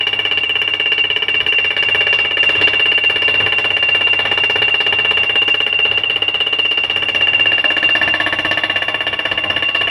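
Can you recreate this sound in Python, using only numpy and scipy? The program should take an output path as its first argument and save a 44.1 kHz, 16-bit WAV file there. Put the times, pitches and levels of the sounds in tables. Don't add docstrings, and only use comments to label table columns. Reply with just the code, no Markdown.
import sys
import numpy as np
from scipy import signal
from scipy.fft import rfft, irfft
from scipy.io import wavfile
from scipy.ndimage import uniform_filter1d, minimum_filter1d

SR = 44100
rng = np.random.default_rng(int(sys.argv[2]) if len(sys.argv) > 2 else 0)


def int16_out(signal):
    q = np.round(np.clip(np.atleast_2d(signal).T, -1, 1) * 32767)
    wavfile.write(sys.argv[1], SR, q.astype(np.int16))


N = 436581
TIME = np.arange(N) / SR
AGE = np.arange(8192) / SR

# time in seconds, relative clank level in dB.
FORCE = [(0.0, -29.5), (1.4, -28.0), (2.1, -24), (2.3, -26.5), (2.6, -21), (2.8, -26.5), (3.6, -23.5),
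         (3.9, -26), (4.3, -23.5), (4.5, -24.5), (6.5, -28.5), (8.3, -22), (8.9, -25), (9.9, -24.5)]


def amp(db):
    return 10 ** (np.asarray(db) / 20)


def evened(x):
    return x / np.sqrt(np.mean(x ** 2, axis=-1, keepdims=True) + 1e-20)


def colour(points, hz):
    f, db = np.transpose(points)
    return np.interp(np.log(hz + 1), np.log(f), db)


def curve(rows, t):
    s, *columns = np.transpose(rows)
    return [np.interp(t, s, c) for c in columns]


def wander(top_hz):
    hz = np.fft.rfftfreq(N, 1 / SR)
    return evened(irfft(rfft(rng.standard_normal(N)) * np.exp(-(hz / top_hz) ** 2), N))


def strike(s, sounds, db):
    cycle = np.mean(np.diff(s))
    levelled = evened(sounds) * amp(db)[:, None] * np.sqrt(cycle / AGE[-1])
    out = np.zeros(N + 2 * len(AGE))
    for start, sound in zip(s, levelled):
        out[max(round(start * SR), 0):][:len(AGE)] += sound
    return out[:N]


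def alike(count, size, memory):
    rows = rng.standard_normal((count, size))
    for k in range(1, count):
        rows[k] = memory * rows[k - 1] + np.sqrt(1 - memory ** 2) * rows[k]
    return rows


def causal(db):
    log_gain = np.log(amp(np.concatenate([db, db[:, -2:0:-1]], axis=1)))
    return np.exp(signal.hilbert(log_gain, axis=1).conj())[:, :db.shape[1]]


def modes(s, table, db, rise, slip, memory):
    sounds = np.zeros((len(db), len(AGE)))
    for hz, mode_db, t60 in table:
        size, phase = alike(len(db), 2, memory).T[:, :, None]
        turn = np.exp(2j * np.pi * hz * AGE - np.log(1000) * AGE / t60)
        sounds += (amp(mode_db + 2 * size) * np.exp(1j * slip * phase) * turn).imag
    return strike(s, sounds * (1 - np.exp(-(AGE / rise) ** 2)), db)


def diesel(level_db=-42.0, load_follow=0.93, surge_db=2.3, rush_db=-35, follow=1.0, waver=.002, rough=0.17):
    # multiple of the working cycle, relative level in dB.
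    orders = [(3, -22.5), (4, -11), (5, -15), (6, -0.5), (7, -19), (8, -12), (9, -16.5), (12, -13.5),
              (14, -14), (18, -15)]
    # frequency in Hz, relative density in dB per Hz.
    rush_spectrum = [(20, -12.5), (45, -5), (100, 4), (200, -5), (400, 2.5), (800, 3), (1500, -2),
                     (2400, -1), (3400, -4.5), (4300, -25), (5600, -29), (6400, -36.5), (11000, -45.5),
                     (15500, -51.5)]
    cycle_hz = 16.88
    force_db = curve(FORCE, TIME)[0]
    db = load_follow * (force_db - force_db.mean()) + surge_db * wander(top_hz=6.8)
    turns = np.cumsum(cycle_hz * (1 + waver * wander(top_hz=1.6))) / SR
    hum = sum(amp(order_db) * np.sin(2 * np.pi * (k * turns + rng.random())) for k, order_db in orders)
    hum = evened(hum) * (1 + rough * wander(top_hz=25)) * amp(db + level_db)
    rush_gain = amp(colour(rush_spectrum, np.fft.rfftfreq(N, 1 / SR)))
    rush = evened(irfft(rfft(rng.standard_normal(N)) * rush_gain, N))
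    return hum + rush * amp(rush_db + follow * db)


def ticks(level_db=3, fall=0.0014, low_hz=5000):
    # start in seconds, level in dB relative to level_db.
    tick_rows = [(0.435, -38), (0.4934, -40), (0.6177, -31), (9.1917, -44)]
    high_pass = signal.butter(2, low_hz, "highpass", fs=SR, output="sos")
    out = np.zeros(N + len(AGE))
    for when, db in tick_rows:
        burst = signal.sosfilt(high_pass, rng.standard_normal(len(AGE)) * np.exp(-AGE / fall))
        out[round(when * SR):][:len(AGE)] += burst * amp(db + level_db)
    return out[:N]


def blow_times():
    # seconds after the first blow, blows per second.
    rate = [(0.0, 16.412), (1.9, 16.596), (2.5, 16.47), (3.5, 16.487), (5.0, 16.297), (5.8, 16.093),
            (6.2, 16.389), (6.9, 16.064), (7.4, 16.154), (8.3, 16.091), (9.0, 16.23), (9.9, 16.059)]
    first_blow_s, jitter_s = .0064, .0004
    cycles = np.cumsum(curve(rate, TIME - first_blow_s)[0]) / SR
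    s = first_blow_s + np.interp(np.arange(int(cycles[-1]) + 1), cycles, TIME)
    return s + jitter_s * rng.standard_normal(len(s))


def ground_firmness(s):
    # time in seconds, firmness from 0 to 1.
    firmness = [(0, 0.01), (7.1, 0.14), (7.5, 0.54), (7.9, 0.98), (9.9, 1)]
    return np.clip(curve(firmness, s)[0], .001, .999)


def foot_break(s, middle_s=7.6, half_s=0.46):
    return -6 * np.minimum(((s - middle_s) / half_s) ** 2, 10)


def mast(s, force_db, firm, rest_db=-44.0, follow=.9, firm_db=3.0):
    # frequency in Hz, relative level in dB, decay time t60 in seconds.
    mast_modes = [(206, -9, 0.18), (252, -9.5, 0.042), (294.4, 0, 0.12), (611.3, -1.5, .3),
                  (805, -0.5, .25), (1005, -5, 0.051), (1044, -3, 0.23)]
    # time in seconds, level in dB.
    jolts = [(7.64, -28.5), (7.83, -36), (8.39, -34.5), (8.88, -31), (9.44, -29.5), (9.5, -34)]
    db = rest_db + follow * force_db + firm_db * firm
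    for when, jolt_db in jolts:
        db[np.argmin(abs(s - when))] = jolt_db
    return modes(s, mast_modes, db, rise=0.018, slip=1.98, memory=0.42)


def sizzle(s, db, centre_hz=10690, width_hz=110, rise=.001, fall=0.026):
    hz = np.fft.rfftfreq(len(AGE), 1 / SR)
    noise = rfft(rng.standard_normal((len(db), len(AGE))))
    cluster = irfft(noise / (1 + ((hz - centre_hz) / width_hz) ** 2))
    return strike(s, cluster * (1 - np.exp(-AGE / rise)) * np.exp(-AGE / fall), db)


def overtones(s, force_db):
    # frequency in Hz, relative level in dB, decay time t60 in seconds.
    high_modes = [(3503, 0, .25), (4072, -10, .17), (4640, -23, .15), (4900, -21, .15), (5210, -22, .15),
                  (5541, -20, .3), (5800, -23, .18), (6358, -34, .2), (8010, -36, .25), (8522, -36, .2),
                  (9604, -36, .2)]
    return modes(s, high_modes, -42.0 + 1.3 * force_db, rise=0.0049, slip=1.9, memory=0.88)


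def web_ring(s, web_db, force_db, firm, breaking_db):
    # frequency in Hz, relative level in dB, decay time t60 in seconds.
    low_modes = [(1628, -15.5, 0.057), (1705, -7, 0.048), (1754.4, -2.5, 0.068), (1790, 0, 0.021)]
    mid_modes = [(2278, -7, 0.29), (2310, -2.5, .11), (2348, 4.5, 0.066)]
    low_db = web_db - 2.4 + 0.51 * force_db + 8.5 * firm + 2.5 * amp(breaking_db)
    low = modes(s, low_modes, low_db, rise=0.0024, slip=1.0, memory=0.74)
    mid = modes(s, mid_modes, web_db - .6 + 0.5 * firm, rise=0.0019, slip=.9, memory=0.48)
    return low + mid


def knock(s, clank_db, firm):
    # frequency in Hz, relative level in dB, decay time t60 in seconds.
    loose_modes = [(311.8, -14.5, 0.21), (341.4, -9.5, 0.08), (427.8, 4, 0.08), (551.8, -2.5, 0.095),
                   (609.3, -9, 0.12), (817, 0, .07)]
    firm_modes = [(313.2, -5.5, 0.13), (390, -11, 0.068), (536.3, -2, .06), (648.4, 1, 0.064),
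                  (688.6, 2, 0.054), (895, -4.5, 0.058), (1119.5, -11.5, 0.24)]
    loose_db = clank_db - 4.5 + 10 * np.log10(1 - firm)
    firm_db = clank_db - 4.5 + 10 * np.log10(firm)
    loose = modes(s, loose_modes, loose_db, rise=.0025, slip=1.43, memory=0.909)
    return loose + modes(s, firm_modes, firm_db, rise=0.0017, slip=0.78, memory=.85)


def zing(s, zing_db, web_db, breaking_db, return_s=.0085):
    # frequency in Hz, relative level in dB, decay time t60 in seconds.
    flange_modes = [(2796, -4.5, 0.11), (2822, 0.5, 0.059), (2850, -1, 0.074), (2860, -2.5, 0.046),
                    (2911, 0, 0.052), (2940, -10.5, 0.075)]
    swell_modes = [(2783, 0, .07)]
    first = modes(s, flange_modes, zing_db + 1.13, rise=0.0033, slip=0.7, memory=.85)
    echo = modes(s, flange_modes, web_db - .3, rise=0.0084, slip=0.97, memory=.7)
    echo += modes(s, swell_modes, breaking_db - 16.5, rise=0.009, slip=0.67, memory=0.74)
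    return first + np.interp(TIME - return_s, TIME, echo, left=0)


def ring_level(s, scatter_db=2):
    # time in seconds, relative level in dB.
    ring = [(0, -25.5), (.9, -19), (1.6, -19.5), (2.6, -15.5), (3, -17.5), (5.8, -18), (6, -22), (7.2, -21),
            (7.9, -17.5), (8.1, -24.5), (9.1, -29), (9.9, -17.5)]
    # time in seconds, change in dB.
    checks = [(.74, -12), (1.04, -10), (1.16, -9), (1.22, -14), (1.4, -16), (1.7, -12), (4.19, -4.5),
              (4.56, -3.5), (5.42, -6), (5.97, -12), (6.16, -10), (6.52, -7), (6.83, -8.5), (7.58, -11)]
    db = curve(ring, s)[0] + scatter_db * rng.standard_normal(len(s))
    for when, change_db in checks:
        db[np.argmin(abs(s - when))] += change_db
    return db


def flange(s, db, ring_hz=2775, kick=0.301, level_db=3.5, beat_hz=2793, beat_db=-9, flutter=0.051, crest=.68):
    knots = np.column_stack([s, s + .018]).ravel()

    def held(values):
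        return np.interp(TIME, knots, np.r_[values[0], np.repeat(values, 2)[:-1]])

    jolt, beat_jolt = np.cumsum(kick * rng.standard_normal((len(s), 2)), axis=0).T
    tone = np.sin(2 * np.pi * (ring_hz * TIME + held(jolt)))
    tone += amp(beat_db) * np.sin(2 * np.pi * (beat_hz * TIME + held(beat_jolt)))
    cycle = np.interp(TIME, s, np.arange(len(s)))
    arch = .7 + .3 * np.cos(2 * np.pi * (cycle - crest))
    return evened(tone) * arch * held(amp(db + level_db)) * (1 + flutter * wander(top_hz=90))


def clank(s, db, firm, level_db=-2, rise=0.0011, fall=0.015, tail_db=-12, tail_fall=0.056,
          rebound_s=0.0087, rebound_db=-6, rebound_fall=0.006,
          fresh_hz=1500, patchy_db=4.0, dull_db=-4.5, dull_hz=6000):
    # frequency in Hz, relative level in dB.
    body = [(40, -21.5), (150, -10), (260, -13), (400, -3), (720, -7.5), (1000, -1), (1450, -2.5),
            (2050, 2.5), (2550, -6.5), (3300, -6), (3800, -12), (5700, -23.5), (6300, -32.5), (9300, -37),
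            (11000, -31.5), (13500, -48.5), (15800, -53)]
    hz = np.fft.rfftfreq(len(AGE), 1 / SR)
    late, size = rng.standard_normal((len(s), 2)).T[:, :, None]
    again = np.maximum(AGE - rebound_s * (1 + 0.32 * late), 0)
    decay = np.exp(-AGE / fall) + amp(tail_db) * np.exp(-AGE / tail_fall)
    shape = (1 - np.exp(-(AGE / rise) ** 2)) * decay
    rebound = (1 - np.exp(-(again / rise) ** 2)) * np.exp(-again / rebound_fall)
    shape = shape + amp(rebound_db + 2 * size) * rebound
    steady = rfft(alike(len(s), len(AGE), memory=.93) * shape)
    fresh = rfft(rng.standard_normal((len(s), len(AGE))) * shape)
    treble = hz / (hz + fresh_hz)
    share = .5 * treble
    wash = np.sqrt(1 - share) * steady + np.sqrt(share) * fresh
    patches = evened(uniform_filter1d(rng.standard_normal(fresh.shape), size=250, axis=1))
    body_db = colour(body, hz) + patchy_db * patches * treble
    body_db = body_db + dull_db * firm[:, None] * hz ** 2 / (hz ** 2 + dull_hz ** 2)
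    return strike(s, irfft(wash * causal(body_db)), db + level_db)


def scene():
    # time in seconds, relative level in dB.
    web_level = [(0.0, -28.5), (2.2, -25.0), (2.8, -27.0), (4.9, -28), (5.1, -30.5), (6.3, -36.5),
                 (7.4, -27), (8.6, -31), (9.9, -33)]
    # time in seconds, relative level in dB.
    zing_level = [(0.0, -19), (1.5, -20.5), (1.7, -24), (3.0, -20.5), (3.5, -22.5), (6.1, -17.5),
                  (7.1, -21), (8.2, -27), (8.6, -23.0), (9.9, -21.5)]
    s = blow_times()
    harder_db, brighter_db = rng.standard_normal((len(s), 2)).T * np.array([[1.16], [0.63]])
    clank_db = curve(FORCE, s)[0] + harder_db
    web_db = curve(web_level, s)[0] + harder_db
    zing_db = curve(zing_level, s)[0] + brighter_db
    force_db = clank_db - clank_db.mean()
    firm = ground_firmness(s)
    breaking_db = foot_break(s)
    background = diesel() + ticks() + mast(s, force_db, firm)
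    high = overtones(s, force_db) + sizzle(s, -58.5 + 0.88 * force_db + 1.5 * firm)
    ringing = web_ring(s, web_db, force_db, firm, breaking_db) + knock(s, clank_db, firm)
    singing = zing(s, zing_db, web_db, breaking_db) + flange(s, ring_level(s))
    blows = clank(s, clank_db - 1.1 * firm, firm)
    return (background + high + ringing + singing + blows)[None]


def record(dry, ceiling_db=-2.5, release_db=170, edge_hz=15800):
    over_db = np.maximum(20 * np.log10(abs(dry[0]) + 1e-9) - ceiling_db, 0)
    ahead_db = -minimum_filter1d(-over_db, size=161)
    recovery = TIME * release_db
    duck_db = uniform_filter1d(np.maximum.accumulate(ahead_db + recovery) - recovery, size=161)
    low_pass = signal.firwin(511, edge_hz, window=("kaiser", 9), fs=SR)
    return signal.oaconvolve(dry * amp(-duck_db), low_pass[None], "same")


dry = scene()
out = record(dry)
int16_out(out)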